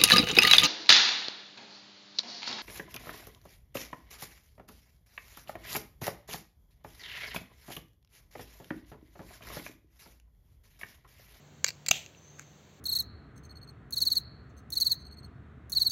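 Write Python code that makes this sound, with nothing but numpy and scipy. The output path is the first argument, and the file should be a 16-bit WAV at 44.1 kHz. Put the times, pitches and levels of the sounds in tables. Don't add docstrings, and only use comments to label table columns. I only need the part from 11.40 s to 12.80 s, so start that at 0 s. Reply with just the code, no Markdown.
import sys
import numpy as np
from scipy import signal
from scipy.fft import rfft, irfft
from scipy.io import wavfile

SR = 44100
rng = np.random.default_rng(int(sys.argv[2]) if len(sys.argv) > 2 else 0)


def generate_wav(signal):
    frames = np.transpose(np.atleast_2d(signal))
    scaled = np.clip(frames, -1, 1) * 32767
    pcm = np.round(scaled).astype(np.int16)
    wavfile.write(sys.argv[1], SR, pcm)


N = 61739
T = np.arange(N) / SR


def amp(db):
    return 10 ** (np.asarray(db) / 20)


def unit(x):
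    return x / np.sqrt(np.mean(abs(x) ** 2) + 1e-20)


def add(mix, s, sound):
    part = mix[round(s * SR):][:len(sound)]
    part += sound[:len(part)]


def colour(x, points):
    size = 4096
    hz, db = np.transpose(points)
    bins_hz = abs(np.fft.fftfreq(size, 1 / SR))
    log_gain = np.log(amp(np.interp(np.log(bins_hz + 1), np.log(hz + 1), db)))
    taps = np.fft.ifft(np.exp(np.conj(signal.hilbert(log_gain)))).real
    return signal.fftconvolve(x, taps[:size // 2])[:len(x)]


def noise(points):
    hz, db = np.transpose(points)
    gain = amp(np.interp(np.log(np.fft.rfftfreq(N, 1 / SR) + 1), np.log(hz + 1), db))
    return unit(irfft(rfft(rng.standard_normal(N)) * gain, N))


def wander(width_hz):
    white = rng.standard_normal((N, 2)) @ [1, 1j]
    return unit(np.fft.ifft(white / (1 + (2 * np.fft.fftfreq(N, 1 / SR) / width_hz) ** 4)))


def fade(t, t60):
    return np.exp(-np.log(1000) * t / t60)


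def mode(t, hz, t60, rise):
    return np.sin(2 * np.pi * hz * t) * fade(t, t60) * (1 - np.exp(-t / rise))


def ring(modes, s):
    t = np.maximum(T - s, 0)
    return sum((-1) ** k * amp(db) * mode(t, hz, t60, rise)
               for k, (hz, db, t60, rise) in enumerate(modes))


def tap(points):
    return colour(signal.unit_impulse(SR // 10), points)


# (frequency [Hz], spectral level [dB])
GARDEN_AIR = [(20, -36), (50, -20), (80, 1), (115, -4.5), (180, -3.5), (260, -10), (430, -11),
              (1100, -19.5), (4500, -24.5), (5000, -33.5), (6500, -22.5), (7500, -27.5), (12000, -35),
              (16000, -31)]


def outdoors(air_db=-58, hum_hz=146.2, hum_db=-58.5, fade_db_per_s=4):
    waver = 1 + 0.54 * wander(width_hz=5.2)
    hum = (np.exp(2j * np.pi * hum_hz * T) * waver).real
    return amp(air_db) * noise(GARDEN_AIR) + amp(hum_db - fade_db_per_s * T) * unit(hum)


# (time [s], pitch [Hz], level [dB])
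FAR_WHISTLE = [(0.759, 6100, -78), (.784, 6130, -59), (.80, 6080, -77), (0.825, 6140, -65),
               (.895, 6290, -63), (.98, 6360, -65), (1.08, 6280, -67), (1.3, 6260, -84)]


def whistle(jitter_hz=130):
    s, hz, db = np.transpose(FAR_WHISTLE)
    pitch = np.interp(T, s, hz) + jitter_hz * wander(width_hz=600).real
    carrier = np.exp(2j * np.pi * np.cumsum(pitch) / SR)
    breath_share = np.interp(T, s[[0, -1]], [0.25, 0.95])
    blur = np.sqrt(1 - breath_share) + np.sqrt(breath_share) * wander(width_hz=560)
    envelope = amp(np.interp(T, s, db, left=-np.inf, right=-np.inf))
    return unit((carrier * blur).real) * envelope


# (frequency [Hz], spectral level [dB])
REFLECTIONS = [(45, -10), (110, 5), (700, -4), (2500, -1), (6000, 0), (15000, -4)]


def reflections(x, near_db=-20.5, near_t60=0.11, far_db=-28, far_t60=0.44):
    tail, onset = np.zeros(N), np.minimum(T / 0.0036, 1)
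    for db, t60 in (near_db, near_t60), (far_db, far_t60):
        taps = noise(REFLECTIONS) * fade(T, t60) * onset
        tail += amp(db) * taps / np.linalg.norm(taps)
    return signal.fftconvolve(x, tail)[:N]


# (centre time [s], half length [s], level [dB])
FINGER_RUBS = [(0.992, 0.0094, -56), (1.019, 0.013, -56)]
# (frequency [Hz], spectral level [dB])
RUB_SPECTRUM = [(400, -36), (1000, -11), (1500, -0.5), (2500, -3), (3200, -18), (7000, -8), (14000, -21)]
# (frequency [Hz], gain [dB])
TICK_SPECTRUM = [(700, -29), (1150, -11.5), (1550, -1), (1900, -11), (2400, -8), (3200, -27), (5300, -21),
                 (6900, -3), (7600, -15), (9500, -11), (13000, -24.5)]


def finger(tick_s=0.9954, tick_db=-3.5):
    strokes = sum(amp(db) * np.exp(-((T - s) / half) ** 2) for s, half, db in FINGER_RUBS)
    out = noise(RUB_SPECTRUM) * strokes
    add(out, tick_s, amp(tick_db) * tap(TICK_SPECTRUM))
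    return out


# (frequency [Hz], level [dB], t60 [s])
CAN_MODES = [(598, -26.5, 0.014), (1000, -27, 0.008), (1560, -20.5, 0.016), (1926, -15.5, 0.0166),
             (2354, -14, 0.019), (2760, -15.5, .016), (3420, -24, 0.01), (3916, -15, 0.013),
             (4613, -12, 0.021), (5050, -16, 0.016), (6100, -20, 0.021), (6640, -21.5, 0.0123),
             (7550, -13.5, 0.016), (13000, -23.5, 0.013), (15140, -17.5, .006)]


def can_ring():
    t = T[:SR // 10]
    return sum((-1) ** k * amp(db) * np.sin(2 * np.pi * hz * t) * fade(t, t60)
               for k, (hz, db, t60) in enumerate(CAN_MODES))


def creak(centre_s=0.2775, half_s=0.017, db=-43.5, slips_per_s=1300):
    slips = rng.standard_normal(N) * (rng.random(N) < slips_per_s / SR)
    ringing = unit(signal.fftconvolve(slips, can_ring())[:N])
    return amp(db) * ringing * np.exp(-((T - centre_s) / half_s) ** 4)


# (time [s], gain [dB])
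SEAL_CRACKS = [(0.2438, 9.5), (0.2456, 12)]
# (frequency [Hz], gain [dB])
SEAL_SPECTRUM = [(200, -28), (520, -10.5), (800, -19), (1200, -13), (1650, -2.5), (2300, -8), (3700, -16),
                 (4500, -7), (5600, -9), (6700, 2.5), (7600, -7.5), (12000, -20), (16000, -17)]


def seal(ring_db=-31):
    out = np.zeros(N)
    snap = tap(SEAL_SPECTRUM) + amp(ring_db) * can_ring()
    for s, db in SEAL_CRACKS:
        add(out, s, amp(db) * snap)
    return out


# (time [s], level [dB], ring pitch [Hz], relative ring level [dB], low-shelf gain [dB])
TAB_CLICKS = [(0.2644, -23, 6220, -1, -2), (0.2794, -29, 5500, 4.5, 2), (0.2840, -24.5, 4500, 5.5, -1),
              (0.2865, -29, 2200, -1.5, 6.5), (0.2895, -23, 5700, -4, 2), (0.3047, -32.5, 4480, 3, 4),
              (0.4631, -21, 4000, -2, -6.5), (0.468, -32, 2400, 3, 5), (0.48355, -22, 7400, 1.5, -5),
              (0.4858, -15.5, 7570, 5, -5.5), (0.4888, -19, 7560, 4, -2.5), (0.528, -29, 6250, -9, -9.5),
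              (0.6620, -44, 6400, 10, 3)]
# (frequency [Hz], spectral level [dB])
METAL_CRACKLE = [(150, -20), (500, -6), (900, -8.5), (2000, 0), (5000, -1), (7500, 5.5), (12000, -4.5),
                 (16000, -2)]


def tab(crackle_db=-13, snap_db=-8.5, shelf_hz=2400):
    out, body, crackle = np.zeros(N), can_ring(), noise(METAL_CRACKLE)
    t = T[:len(body)]
    lowpass = signal.butter(1, shelf_hz, fs=SR)
    envelope = amp(crackle_db) * fade(t, t60=0.018) + amp(snap_db) * fade(t, t60=0.0022)
    for s, db, ring_hz, ring_db, shelf_db in TAB_CLICKS:
        click = body + crackle[round(s * SR):][:len(t)] * envelope
        click += (amp(shelf_db) - 1) * signal.lfilter(*lowpass, click)
        lid = amp(ring_db) * mode(t, ring_hz, t60=0.0047, rise=0.00014)
        add(out, s, amp(db) * (click + lid))
    return out


# (frequency [Hz], spectral level [dB])
GAS_HISS = [(200, -15.5), (500, -9.5), (680, -0.5), (1000, -18), (1400, -19), (2100, -6), (2450, 2.5),
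            (3200, 1), (4300, -5), (5300, -12), (6100, -2.5), (7600, -5.5), (11000, -19.5), (13000, -12),
            (16000, -19)]


def gas(start_s, db=-39, rise_s=0.02, hold_s=0.049, fall_db_per_s=202, flutter_db=1.5):
    t = np.maximum(T - start_s, 0)
    level_db = db - fall_db_per_s * np.maximum(t - hold_s, 0)
    level_db += flutter_db * wander(width_hz=500).real
    return noise(GAS_HISS) * np.minimum(t / rise_s, 1) * amp(level_db)


# (frequency [Hz], level [dB], t60 [s], rise [s])
TEAR_MODES = [(5035, -15, 0.013, 0.0012), (6135, -9, 0.018, .0012), (6790, -4.5, .009, 0.0013),
              (7370, -13, .013, 0.0018)]
# (time [s], level [dB])
PANEL_SWING = [(0.5129, 0), (.5150, -5.5), (.5392, -25), (.662, -32), (.748, -40)]
# (frequency [Hz], level [dB], t60 [s], rise [s])
PANEL_MODES = [(2270, -7.5, .008, 0.0014), (2720, -1.5, .0105, 0.0016), (3310, -12, 0.0071, .0012),
               (3905, -13.5, .009, .001)]
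# (frequency [Hz], level [dB], t60 [s], rise [s])
HOLLOW_MODES = [(652, -16.5, .017, .002), (759, -18.5, .02, 0.0023), (1270, -19, 0.01, 0.00035)]
# (frequency [Hz], spectral level [dB])
GAS_BURST = [(30, -19), (120, -4.5), (380, -11), (950, -23), (1400, -8), (2000, -2), (7000, -2.5),
             (12000, -1.5), (16000, -5)]


def pop(start_s, thump_db=-33, thump_width_s=0.0017, burst_db=-18.5, burst_width_s=0.003):
    tear_s, thump_s, burst_s = start_s - 0.0007, start_s + 0.00031, start_s + 0.0023
    panel = sum(amp(db) * ring(PANEL_MODES, s) for s, db in PANEL_SWING)
    u = (T - thump_s) / thump_width_s
    thump = amp(thump_db) * (1 - 2 * u) * np.exp(-u ** 2)
    burst = amp(burst_db) * noise(GAS_BURST) * np.exp(-((T - burst_s) / burst_width_s) ** 2)
    return ring(TEAR_MODES, tear_s) + panel + ring(HOLLOW_MODES, start_s) + thump + burst


def scene():
    pop_s = 0.5113
    can = seal() + tab() + creak() + pop(pop_s) + gas(pop_s) + finger()
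    return (can + reflections(can) + whistle() + outdoors())[None]


# (frequency [Hz], gain [dB])
HEARD_RESPONSE = [(20, 0), (7650, 1), (7850, -7.5), (8400, -8.5), (8800, -22.5), (11400, -16), (11700, -3.5),
                  (15700, -5.5), (16100, -16)]


def record(dry):
    cutoff_hz = 16100
    lowpass = signal.firwin(511, cutoff_hz, window=("kaiser", 9), fs=SR)
    return signal.fftconvolve(colour(dry[0], HEARD_RESPONSE), lowpass, "same")[None]


dry = scene()
out = record(dry)
generate_wav(out)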